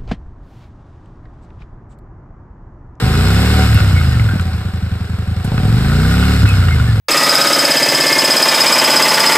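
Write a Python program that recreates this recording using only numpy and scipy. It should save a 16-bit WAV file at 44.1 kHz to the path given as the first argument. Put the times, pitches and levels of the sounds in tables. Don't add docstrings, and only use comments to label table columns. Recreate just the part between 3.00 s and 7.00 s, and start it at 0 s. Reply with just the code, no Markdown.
import sys
import numpy as np
from scipy import signal
from scipy.fft import rfft, irfft
from scipy.io import wavfile

SR = 44100
rng = np.random.default_rng(int(sys.argv[2]) if len(sys.argv) > 2 else 0)


def int16_out(signal):
    q = np.round(np.clip(np.atleast_2d(signal).T, -1, 1) * 32767)
    wavfile.write(sys.argv[1], SR, q.astype(np.int16))


N = 176400
TIME_S = np.arange(N) / SR

# t/s, four-stroke cycle rate/Hz
ENGINE_SPEED = [(0.0, 23.474), (0.2, 29.617), (0.4, 35.753), (0.55, 37.722), (0.66, 37.291), (0.8, 33.76),
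                (1.0, 27.847), (1.25, 21.103), (1.4, 17.556), (1.55, 15.536), (1.7, 11.495), (1.85, 11.047),
                (2.3, 11.168), (2.43, 12.204), (2.58, 17.645), (2.75, 24.056), (3.0, 30.806), (3.15, 34.65),
                (3.28, 36.368), (3.38, 36.376), (3.5, 32.876), (3.75, 26.2), (4.0, 19.776)]
# t/s, opening/0-1
THROTTLE_OPENING = [(.65, 0.74), (.67, 0), (2.43, 0.17), (2.445, 0.96), (3.36, 0.87), (3.38, 0.12)]
# t/s, f/Hz, level/dB
METAL_CLICKS = [(.743, 12200, -17), (1.41, 7900, -21.5), (3.489, 7950, -18)]
# t/s, f/Hz, level/dB
GEAR_WHINES = [(0.781, 2700, -26.5), (.98, 2180, -21.5), (1.141, 1830, -30), (1.32, 1570, -26),
               (1.391, 1470, -33), (3.5, 2570, -19.5), (3.725, 2140, -22), (3.895, 1746, -27.5)]
# f/Hz, width/Hz, level/dB
FIN_MODES = [(2174, 31, 6), (2530, 27, 2.5), (2758, 31, 0), (2900, 22, 3.5), (3425, 22, -1),
             (3610, 20, 1.5), (4010, 22, -4), (4270, 30, 1.5), (4810, 19, 0), (5100, 95, 0), (6830, 25, -2)]
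# t/s, level/dB
DRIVE_KNOCKS = [(0.788, -7), (.803, 1.5), (1.11, -13), (1.196, -0.5), (1.288, -4), (1.396, -1), (2.578, 4),
                (3.455, 2), (3.626, -2), (3.684, 3), (3.798, -1.5)]
# f/Hz, T60/s, level/dB
CASE_MODES = [(1310, 0.054, -0.5), (1418, 0.037, -0.5), (1454, 0.043, 2), (1510, 0.064, 0.5),
              (1850, 0.016, -9.5), (2040, 0.04, -7), (2584, 0.068, -4.5), (2756, 0.025, -10),
              (4140, 0.022, -15)]
# f/Hz, level/dB
GAPPED_HISS_SPECTRUM = [(150, 5.5), (400, 2), (850, -4.5), (1150, -2), (1450, 3.5), (1750, -2.5),
                        (2300, -5.5), (2700, -5.5), (3300, -7.5), (4050, -4.5), (4600, -9.5), (5200, -8.5),
                        (6200, -24), (8200, -9.5), (9800, -28), (13000, -14.5), (15000, -55)]
# multiple of the cycle rate, level/dB
ENGINE_ORDERS = [(10, -14), (11, -1.5), (12, -9), (13, -6), (14, 1.5), (15, -7)]
# f/Hz, width/Hz, level/dB
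RASP_MODES = [(295, 18, -25), (421, 55, -6.5), (481, 72, -8.5), (749.7, 12.4, 4.5)]
# t/s, thump/dB, crack/dB
SHARP_FIRINGS = [(1.335, 4.5, -15.5), (1.357, 4.5, -22), (2.445, -6, -15), (2.518, -17, -12),
                 (2.579, -15, -14), (2.632, -14, -15)]
# t/s, length/s, level/dB
WEAK_STROKES = [(0.76, 0.019, -22), (1.325, .05, -6.5)]
# level/dB, other cylinder's gain, speed exponent, scatter/dB, cut-off/Hz
EXHAUST_STATES = [(3, 0.95, 0.62, .5, 510), (4, 0.59, 0.12, 2.8, 250), (2.5, 0.68, .01, 2.5, 233)]
# f/Hz, width/Hz, signed gains for throttle, overrun, idle
SILENCER_MODES = [(59.7, 30.3, -1.44, -1, 0), (84.8, 21, 2.04, 4, 2.5), (108, 19.7, -0.25, -4.5, -2),
                  (137.7, 44, -1.34, 1.47, 0.25), (184.7, 48.6, 0.32, 0.27, 0.84),
                  (243, 57, 0.66, 0.55, 0.05)]
# f/Hz, phase/rad
PORT_LEAD = [(60, 0), (250, 0.36), (600, 0.65), (1300, 0.06), (2500, 1.7), (4500, 1.95), (8000, 1.22),
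             (13000, 1.35)]
# f/Hz, correlation/0-1
PORT_CORRELATION = [(200, 0.97), (600, 0.79), (1400, 0.73), (2500, 1), (5000, 0.6), (10000, 0.86)]

MID_SPEED_HZ = 24.48
START_CYCLES, SECOND_FIRING_CYCLES = .43, .4
TICK_DECAY_S = .0027


def undb(db):
    return 10 ** (np.asarray(db) / 20)


def unit(x):
    return x / np.sqrt(np.mean(x ** 2))


def curve(rows):
    return np.interp(TIME_S, *np.array(rows).T)


def across(rows):
    hz, value = np.array(rows).T
    return np.interp(np.log(np.arange(N // 2 + 1) * SR / N + 1), np.log(hz), value)


def band(x, hz, width_hz):
    return signal.lfilter(*signal.iirpeak(hz, hz / width_hz, fs=SR), x)


def low(x, hz, order=2):
    return signal.sosfilt(signal.butter(order, hz, fs=SR, output="sos"), x)


def pulses(times_s, sizes):
    inside = (times_s >= 0) & (times_s < (N - 1) / SR)
    return np.bincount(np.round(times_s[inside] * SR).astype(int), sizes[inside], N)


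def fade(x, decay_s):
    return signal.lfilter([1], [1, -np.exp(-1 / (decay_s * SR))], x + 1e-18)


def strokes(cycles, offset_cycles, scatter_db, jitter_s=.00006):
    chance = rng.standard_normal((128, 2))
    times_s = np.interp(np.arange(len(chance)) + offset_cycles, cycles, TIME_S, left=-1, right=-1)
    return pulses(times_s + jitter_s * chance[:, 0], undb(scatter_db * chance[:, 1]))


def port_noise():
    alike = across(PORT_CORRELATION)
    mid, side = rfft(rng.standard_normal((2, N)))
    return unit(irfft(mid * np.sqrt(1 + alike) + np.array([[1], [-1]]) * side * np.sqrt(1 - alike), N))


def yard(x, tail_db=-21, t60_s=.7):
    tail = rng.standard_normal(N) * 1000 ** (-TIME_S / t60_s)
    return x + undb(tail_db) * signal.fftconvolve(x, tail / np.linalg.norm(tail))[:N]


def clicks():
    def burst(at_s, decay_s):
        return fade(pulses(np.array([at_s]), np.ones(1)), decay_s) * port_noise()

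    snap = undb(-30) * burst(at_s=2.444, decay_s=.014)
    return snap + sum(undb(db) * band(burst(at_s, .0049), hz, hz / 4) for at_s, hz, db in METAL_CLICKS)


def gear_whine(sigma_s=.018, fall_per_s=.66):
    wobble_rad = .64 * unit(low(rng.standard_normal(N), 77))
    out = 0
    for at_s, hz, db in GEAR_WHINES:
        t = TIME_S - at_s
        phase_rad = 2 * np.pi * hz * (t - fall_per_s * t ** 2 / 2) + wobble_rad
        out += undb(db) * np.exp(-(t / sigma_s) ** 2 / 2) * np.sin(phase_rad)
    return out


def valve_ticks(cycles, scatter_db):
    return fade(sum(strokes(cycles, k / 4, scatter_db) for k in range(4)), TICK_DECAY_S)


def fins(cycles, speed_oct, db_per_oct=6.5):
    ticks = valve_ticks(cycles, scatter_db=3) * rng.standard_normal((2, N))
    ring = unit(sum(undb(db) * band(ticks, hz, width_hz) for hz, width_hz, db in FIN_MODES))
    return ring * undb(-38 + db_per_oct * speed_oct)


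def knocks(speed_hz, cycles):
    times_s, blow_db = np.array(DRIVE_KNOCKS).T
    blows = pulses(times_s, undb(blow_db - 18.5))
    chatter = sum(strokes(cycles, at, scatter_db=2) for at in (0, SECOND_FIRING_CYCLES))
    chatter *= undb(-27.5) * (speed_hz / MID_SPEED_HZ) ** 1.21
    contact = low(fade(blows + chatter, decay_s=.003) * port_noise(), 3700)
    return 9 * sum(undb(db) * band(contact, hz, np.log(1000) / np.pi / t60_s)
                   for hz, t60_s, db in CASE_MODES)


def engine_hiss(cycles, speed_oct, load, surge, db_per_oct=5.5, treble_db_per_oct=3):
    ticks = undb(-10.5) * unit(valve_ticks(cycles, scatter_db=3.5))
    drive = surge * port_noise() + ticks * port_noise()
    hiss = unit(irfft(rfft(drive) * undb(across(GAPPED_HISS_SPECTRUM)), N))
    body = low(hiss, 3200, order=1)
    treble = (hiss - body) * undb(treble_db_per_oct * speed_oct)
    floor, running = undb(-41.5), undb(-27.5 + db_per_oct * speed_oct + 2 * load)
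    return np.hypot(floor, running) * (body + treble)


def growl(speed_hz, cycles, load, pipe_hz=411, width_hz=90):
    out = 0
    for order, db in ENGINE_ORDERS:
        detuning = 2 * (order * speed_hz - pipe_hz) / width_hz
        out += undb(db) * np.sin(2 * np.pi * order * cycles) / (1 + detuning ** 2)
    flutter_db = unit(low(rng.standard_normal(N), 15))
    return out * load * undb(-28 + flutter_db)


def rasp(cycles, speed_oct, load, surge, db_per_oct=2.5):
    edges = strokes(cycles, 0, scatter_db=1.5) + strokes(cycles, SECOND_FIRING_CYCLES, scatter_db=7.5)
    drive = 1.02 * unit(edges) * (load + .28) + surge * port_noise()
    pipe = unit(sum(undb(db) * band(drive, hz, width_hz) for hz, width_hz, db in RASP_MODES))
    return pipe * undb(-38 + 4 * load + db_per_oct * speed_oct)


def pops(thump_hz=183, width_hz=65, crack_hz=466):
    times_s, thump_db, crack_db = np.array(SHARP_FIRINGS).T
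    ring = band(pulses(times_s, undb(thump_db)), thump_hz, width_hz)
    thump = band(ring, thump_hz, 2 * width_hz)
    gas = fade(pulses(times_s, undb(crack_db)), decay_s=.008) * port_noise()
    crack = low(band(gas, crack_hz, width_hz=crack_hz), 1200)
    return thump * SR / 1000 + 2 * crack


def exhaust(speed_hz, cycles, load, idle_from_s=1.396, idle_to_s=2.5, swap_s=3.0, muffle_hz=390):
    idle = (TIME_S > idle_from_s) * (TIME_S < idle_to_s) * (1 - load)
    shares = [load, 1 - load - idle, idle]
    out = 0
    for state, (db, other_gain, exponent, scatter_db, cutoff_hz) in enumerate(EXHAUST_STATES):
        first = strokes(cycles, 0, scatter_db)
        second = strokes(cycles, SECOND_FIRING_CYCLES, scatter_db)
        puffs = first + other_gain * second
        if state == 1:
            puffs = np.where(TIME_S > swap_s, second + other_gain * first, puffs)
        puffs *= shares[state] * undb(db) * (speed_hz / MID_SPEED_HZ) ** exponent
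        if state == 0:
            lugging = np.interp(speed_hz, (24.4, 35), (1, 0))
            out -= undb(11) * band(puffs * lugging, hz=112, width_hz=12)
        for start_s, length_s, dip_db in WEAK_STROKES:
            puffs *= undb(dip_db * ((TIME_S > start_s) & (TIME_S < start_s + length_s)))
        puffs = low(low(puffs, cutoff_hz, order=4)[::-1], cutoff_hz, order=4)[::-1]
        out += sum(gains[state] * band(puffs, hz, width_hz) for hz, width_hz, *gains in SILENCER_MODES)
    return low(out, muffle_hz, order=1) * SR / 1000


def firing_surge(cycles, depth=.51, decay_cycles=.054):
    tails = sum(np.exp(-((cycles - at) % 1) / decay_cycles) for at in (0, SECOND_FIRING_CYCLES))
    return unit(1 + depth * tails)


def scene():
    speed_hz, load = curve(ENGINE_SPEED), curve(THROTTLE_OPENING)
    cycles = START_CYCLES + np.cumsum(speed_hz) / SR
    speed_oct = np.log2(speed_hz / MID_SPEED_HZ)
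    surge = firing_surge(cycles)
    silencer = yard(exhaust(speed_hz, cycles, load)) + pops()
    pipe = rasp(cycles, speed_oct, load, surge) + growl(speed_hz, cycles, load)
    engine = engine_hiss(cycles, speed_oct, load, surge) + fins(cycles, speed_oct)
    near = undb(curve([(0, 3.5), (1.37, 0)]))
    return silencer + near * (pipe + engine) + knocks(speed_hz, cycles) + gear_whine() + clicks()


def record(dry, ceiling=.95, top_hz=13900):
    phase_rad = across(PORT_LEAD) * np.array([[1], [-1]]) / 2
    ports = irfft(rfft(dry) * np.exp(1j * phase_rad), N)
    limited = ports / (1 + (ports / ceiling) ** 8) ** (1 / 8)
    return signal.sosfilt(signal.ellip(8, .2, 70, top_hz, fs=SR, output="sos"), limited)


dry = scene()
out = record(dry)
int16_out(out)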